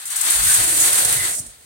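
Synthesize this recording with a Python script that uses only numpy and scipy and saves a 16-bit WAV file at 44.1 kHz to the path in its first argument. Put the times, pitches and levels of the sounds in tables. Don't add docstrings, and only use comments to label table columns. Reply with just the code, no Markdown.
import sys
import numpy as np
from scipy import signal
from scipy.fft import rfft, irfft, next_fast_len
from scipy.io import wavfile

SR = 44100
rng = np.random.default_rng(int(sys.argv[2]) if len(sys.argv) > 2 else 0)


def file_out(sig):
    cols = np.atleast_2d(sig).T
    lim = np.clip(cols, -1, 1)
    pcm = np.round(lim * 32767).astype(np.int16)
    wavfile.write(sys.argv[1], SR, pcm)


N = 72765
T = np.arange(N) / SR


def from_db(db):
    return 10 ** (np.asarray(db) / 20)


def rms_one(x):
    return x / np.sqrt(np.mean(x ** 2) + 1e-20)


def in_time(rows):
    return np.interp(T, *np.transpose(rows))


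def pan(left_right_db):
    return rms_one(from_db(np.array([[.5], [-.5]]) * left_right_db))


def drift(hz):
    r = np.exp(-2 * np.pi * hz / SR)
    wander = signal.lfilter([1], [1, -2 * r, r * r], rng.standard_normal(2 * N))
    return rms_one(wander[N:])


def colour(x, spectrum):
    size = 2 * next_fast_len(N)
    hz, db = np.transpose(spectrum)
    bins = np.maximum(np.fft.rfftfreq(size, 1 / SR), 1)
    octaves_outside = np.abs(np.log2(bins / np.clip(bins, hz[0], hz[-1])))
    curve_db = np.interp(np.log(bins), np.log(hz), db)
    curve_db = curve_db - 24 * np.minimum(octaves_outside, 2)
    cepstrum = irfft(np.log(from_db(curve_db)))
    cepstrum[size // 2:] = 0
    response = np.exp(2 * rfft(cepstrum))
    return rms_one(irfft(rfft(x, size) * response)[..., :N])


ALIKE_BASS, ALIKE_BELOW_HZ = 0.85, 1610
LEFT_LAG_S = 0.0004004


def stereo(three):
    low = signal.lfilter(*signal.butter(1, ALIKE_BELOW_HZ, "low", fs=SR), three)
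    high = signal.lfilter(*signal.butter(1, ALIKE_BELOW_HZ, "high", fs=SR), three)
    late_left = np.interp(T - LEFT_LAG_S, T, low[0])
    shared = np.array([late_left, low[0]])
    return np.sqrt(ALIKE_BASS) * shared + np.sqrt(1 - ALIKE_BASS) * low[1:] + high[1:]


GRAINS_PER_S, GRAIN_SPREAD_DB = 9000, 1


def grains():
    size_db = GRAIN_SPREAD_DB * np.minimum(rng.exponential(1, (3, N)), 5)
    clicks = from_db(size_db) * rng.choice([-1, 1], (3, N))
    cracking = rng.random((3, N)) < GRAINS_PER_S / SR
    return rms_one(stereo(clicks * cracking))


JUDDER_HZ, JUDDER_DB, CHATTER_HZ, CHATTER_DB = 23.1, 1.0, 246, -0.2


def stick_slip():
    return rms_one(from_db(JUDDER_DB * drift(JUDDER_HZ) + CHATTER_DB * drift(CHATTER_HZ)))


# [t/s, level/dB]
GRIT_LEVEL = [(0, -36.5), (.05, -38), (.075, -28), (.095, -32.5), (.12, -24), (.15, -30), (.19, -25.5),
              (.28, -20), (.34, -17.5), (.41, -19.5), (.48, -14), (.55, -14.5), (.61, -19.5), (.7, -17.5),
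              (.77, -17), (.86, -14.5), (.91, -18), (1.0, -18), (1.14, -19.5), (1.19, -20.5), (1.3, -23.5),
              (1.395, -25), (1.43, -41), (1.5, -45), (1.55, -52.5), (1.65, -52.5)]
# [t/s, left-right level/dB]
GRIT_PAN = [(0, 1.3), (.17, 2.5), (.24, 2.5), (.34, 0), (.65, .3), (.95, -1.8), (1.25, -1.7), (1.41, -2.5),
            (1.52, -2)]
# [t/s, level/dB, attack/s, decay/s, left-right level/dB]
EDGE_CATCHES = [(0.054, -24.5, 0.0015, 0.018, 3), (0.103, -17.5, .001, 0.0034, 8),
                (0.154, -16.5, 0.009, 0.024, 6.5), (0.205, -13.5, 0.01, 0.0079, 8),
                (0.25, -15.5, 0.0018, .007, 2), (.297, -9.5, 0.011, 0.0061, -1),
                (0.319, -12, 0.0013, .006, 2), (.435, -15, 0.0034, .015, 2),
                (0.529, -11.5, 0.014, 0.017, -1), (0.697, -26, .002, 0.0031, -2),
                (0.789, -12, 0.017, 0.017, -4), (.928, -15, 0.0035, 0.0079, -3),
                (.953, -14, .002, .006, -2), (1.046, -9.5, 0.005, 0.006, -4),
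                (1.123, -16, 0.0028, 0.0078, -4), (1.395, -22, 0.0016, 0.0056, -5),
                (1.464, -34, 0.0022, 0.013, -3)]
# [f/Hz, level/dB]
GRIT_COLOUR = [(3500, -50.5), (4700, -8.5), (5400, -6), (6200, -2.5), (6700, 0), (7500, -1), (8500, 1.5),
               (10000, 0), (13000, -1.5), (16000, -5.5)]
# [t/s, muffled share/0-1]
GRIT_DULLING = [(1.1, 0), (1.22, 0), (1.42, 0.57)]
GRIT_DB, CATCH_DB, DULL_HZ = -5.5, -1, 9400


def grit(slip):
    power = (from_db(in_time(GRIT_LEVEL)) * pan(in_time(GRIT_PAN))) ** 2
    for start, db, attack, decay, side_db in EDGE_CATCHES:
        rise = np.clip((T - start) / attack, 0, 1)
        surge = rise * np.exp(-np.maximum(T - start - attack, 0) / decay)
        power = power + (from_db(db + CATCH_DB) * surge * pan(side_db)) ** 2
    bright = colour(grains(), GRIT_COLOUR)
    low_pass = signal.butter(2, DULL_HZ, fs=SR, output="sos")
    dull = rms_one(signal.sosfiltfilt(low_pass, bright))
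    share = in_time(GRIT_DULLING)
    crackle = (1 - share) * bright + share * dull
    return from_db(GRIT_DB) * np.sqrt(power) * slip * crackle


# [t/s, level/dB]
SHEET_LEVEL = [(0, -43.5), (.09, -41.5), (.11, -36.5), (.2, -33.5), (.295, -28.5), (.315, -27),
               (.37, -30.5), (.46, -27), (.55, -26), (.63, -29.5), (.77, -29.5), (.87, -26), (.93, -28.5),
               (1.12, -29.5), (1.27, -31.5), (1.335, -39), (1.36, -44.5), (1.46, -53), (1.65, -58)]
# [f/Hz, level/dB]
SHEET_COLOUR = [(500, -20.5), (720, -8), (950, -3), (1200, -2), (1520, 1), (1830, 0), (2040, -0.5),
                (2300, -3.5), (2900, -3.5), (3600, -1), (4500, -1.5), (5000, -8.5), (5700, -8.5)]
# [t/s, left-right level/dB]
SHEET_SIDE = [(0, 2.5), (.28, 6), (.45, 5), (.6, 3.5), (.8, 3), (1.3, 3), (1.45, 2.5)]
# [t/s, level/dB]
FRAME_LEVEL = [(0, -69), (.14, -83), (.23, -55.5), (.28, -49.5), (.55, -49), (.6, -43), (.8, -44.5),
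               (.87, -38.5), (.93, -42.5), (1.06, -41), (1.25, -48), (1.33, -48), (1.36, -56), (1.43, -56),
               (1.52, -67)]
# [f/Hz, level/dB]
FRAME_COLOUR = [(170, -5.5), (240, -8.5), (320, 0.5), (365, -1.5), (420, -1), (520, 0), (700, 2.5),
                (820, -4), (1050, -11.5)]
SHEET_DB, FRAME_DB, FRAME_PAN_DB = 2.5, 4, -1


def cladding(slip):
    sheet = from_db(SHEET_DB + in_time(SHEET_LEVEL)) * colour(grains(), SHEET_COLOUR)
    frame = from_db(FRAME_DB + in_time(FRAME_LEVEL)) * colour(grains(), FRAME_COLOUR)
    side_db = in_time(SHEET_SIDE)
    return slip * (sheet * pan(side_db) + frame * pan(side_db + FRAME_PAN_DB))


# [t/s, length/s, f/Hz, width/Hz, level/dB before swell and pan]
EDGE_SQUEALS = [(0.232, 0.095, 312, 45, -50), (0.445, .12, 1560, 300, -33), (0.571, .32, 315, 54, -43.5),
                (0.79, 0.052, 6850, 1300, -23.5), (1.025, 0.088, 718, 132, -36.5),
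                (1.179, 0.069, 1997, 200, -29.5), (1.215, 0.14, 2090, 450, -40.5),
                (1.207, 0.12, 362, 90, -43.5), (1.361, 0.043, 660, 160, -45),
                (1.346, 0.16, 229, 121, -51.5), (1.41, .11, 9160, 400, -57)]


def squeals():
    out = 0
    for start, length, hz, width_hz, db in EDGE_SQUEALS:
        r = np.exp(-np.pi * width_hz / SR)
        resonance = [1, 0, -1, 1, -2 * r * np.cos(2 * np.pi * hz / SR), r * r]
        tone = rms_one(signal.sosfilt([resonance, resonance], grains()))
        progress = np.clip((T - start) / length, 0, 1)
        swell = np.sqrt(np.abs(np.sin(np.pi * progress)))
        out = out + from_db(db) * tone * swell
    return out * pan(2.5)


# [t/s, level/dB]
RUMBLE_LEVEL = [(0, -72), (.16, -73), (.28, -63), (.36, -50), (.47, -41.5), (.55, -46.5), (.64, -44),
                (.8, -48), (.87, -47), (.91, -56), (1.01, -49.5), (1.1, -44), (1.22, -40), (1.28, -50),
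                (1.48, -56), (1.58, -63)]
# [f/Hz, level/dB]
RUMBLE_COLOUR = [(25, -40), (45, -3), (70, -2.5), (90, -5), (125, -0.5), (170, -8), (240, -28), (400, -37)]
RUMBLE_DB = 1.5


def leaf_rumble():
    return from_db(RUMBLE_DB + in_time(RUMBLE_LEVEL)) * colour(grains(), RUMBLE_COLOUR)


# [t/s, level/dB before attack, decay and pan, f/Hz, t60/s, left-right level/dB]
SOFT_BUMPS = [(0.344, -33.5, 51, 0.56, -9), (0.386, -30.5, 51.4, 0.55, -18), (0.462, -33, 92, 0.14, 6),
              (0.584, -26.5, 106, 0.12, -2), (0.599, -31.5, 52, 0.23, -6), (.925, -28.5, 75, 0.07, -6),
              (1.052, -31.5, 117, 0.18, -2), (1.145, -46, 55, .2, -7), (1.188, -27.5, 95, 0.14, -7),
              (1.401, -26, 125, 0.047, 5), (1.47, -39.5, 52.6, 0.19, -9), (1.632, -47, 110, 0.066, -2)]
BUMP_ATTACK_CYCLES = 0.75


def bumps():
    out = 0
    for start, db, hz, t60, side_db in SOFT_BUMPS:
        age = np.maximum(T - start, 0)
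        attack = np.minimum(age * hz / BUMP_ATTACK_CYCLES, 1)
        note = attack * np.sin(2 * np.pi * hz * age)
        out = out + from_db(db - 60 * age / t60) * note * pan(side_db)
    return out


SHED_T60_S, SHED_DB = 0.22, -11


def shed(x):
    tail = rng.standard_normal((2, N)) * from_db(-60 * T / SHED_T60_S) * (T > .003)
    tail /= np.sqrt(np.sum(tail ** 2, axis=1, keepdims=True))
    return x + from_db(SHED_DB) * signal.fftconvolve(x, tail, axes=1)[:, :N]


# [f/Hz, level/dB]
AIR_COLOUR = [(25, -20), (50, -2), (160, 3.5), (300, 0), (700, -6), (1400, -8), (3000, -20), (6000, -17),
              (16000, 0)]
AIR_DB = -56


def air():
    return from_db(AIR_DB) * colour(stereo(rng.standard_normal((3, N))), AIR_COLOUR)


def scene():
    slip = stick_slip()
    scraping = grit(slip) + cladding(slip) + squeals()
    return shed(scraping) + leaf_rumble() + bumps() + air()


PORT_HZ, PORT_WIDTH_HZ, PORT_DB = (8390, 9100), 1450, 12
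CUTOFF_HZ = 16000


def record(dry):
    r = np.exp(-np.pi * PORT_WIDTH_HZ / SR)
    ports = []
    for hz, side in zip(PORT_HZ, dry):
        poles = [1, -2 * r * np.cos(2 * np.pi * hz / SR), r * r]
        ports.append(signal.lfilter([1, 0, -1], poles, side))
    unit_peak = (1 - r * r) / 2
    bright = dry + (from_db(PORT_DB) - 1) * unit_peak * np.array(ports)
    rounded = 1.1 * np.tanh(bright / 1.1)
    low_pass = signal.ellip(12, .1, 80, CUTOFF_HZ, fs=SR, output="sos")
    return signal.sosfilt(low_pass, rounded)


dry = scene()
out = record(dry)
file_out(out)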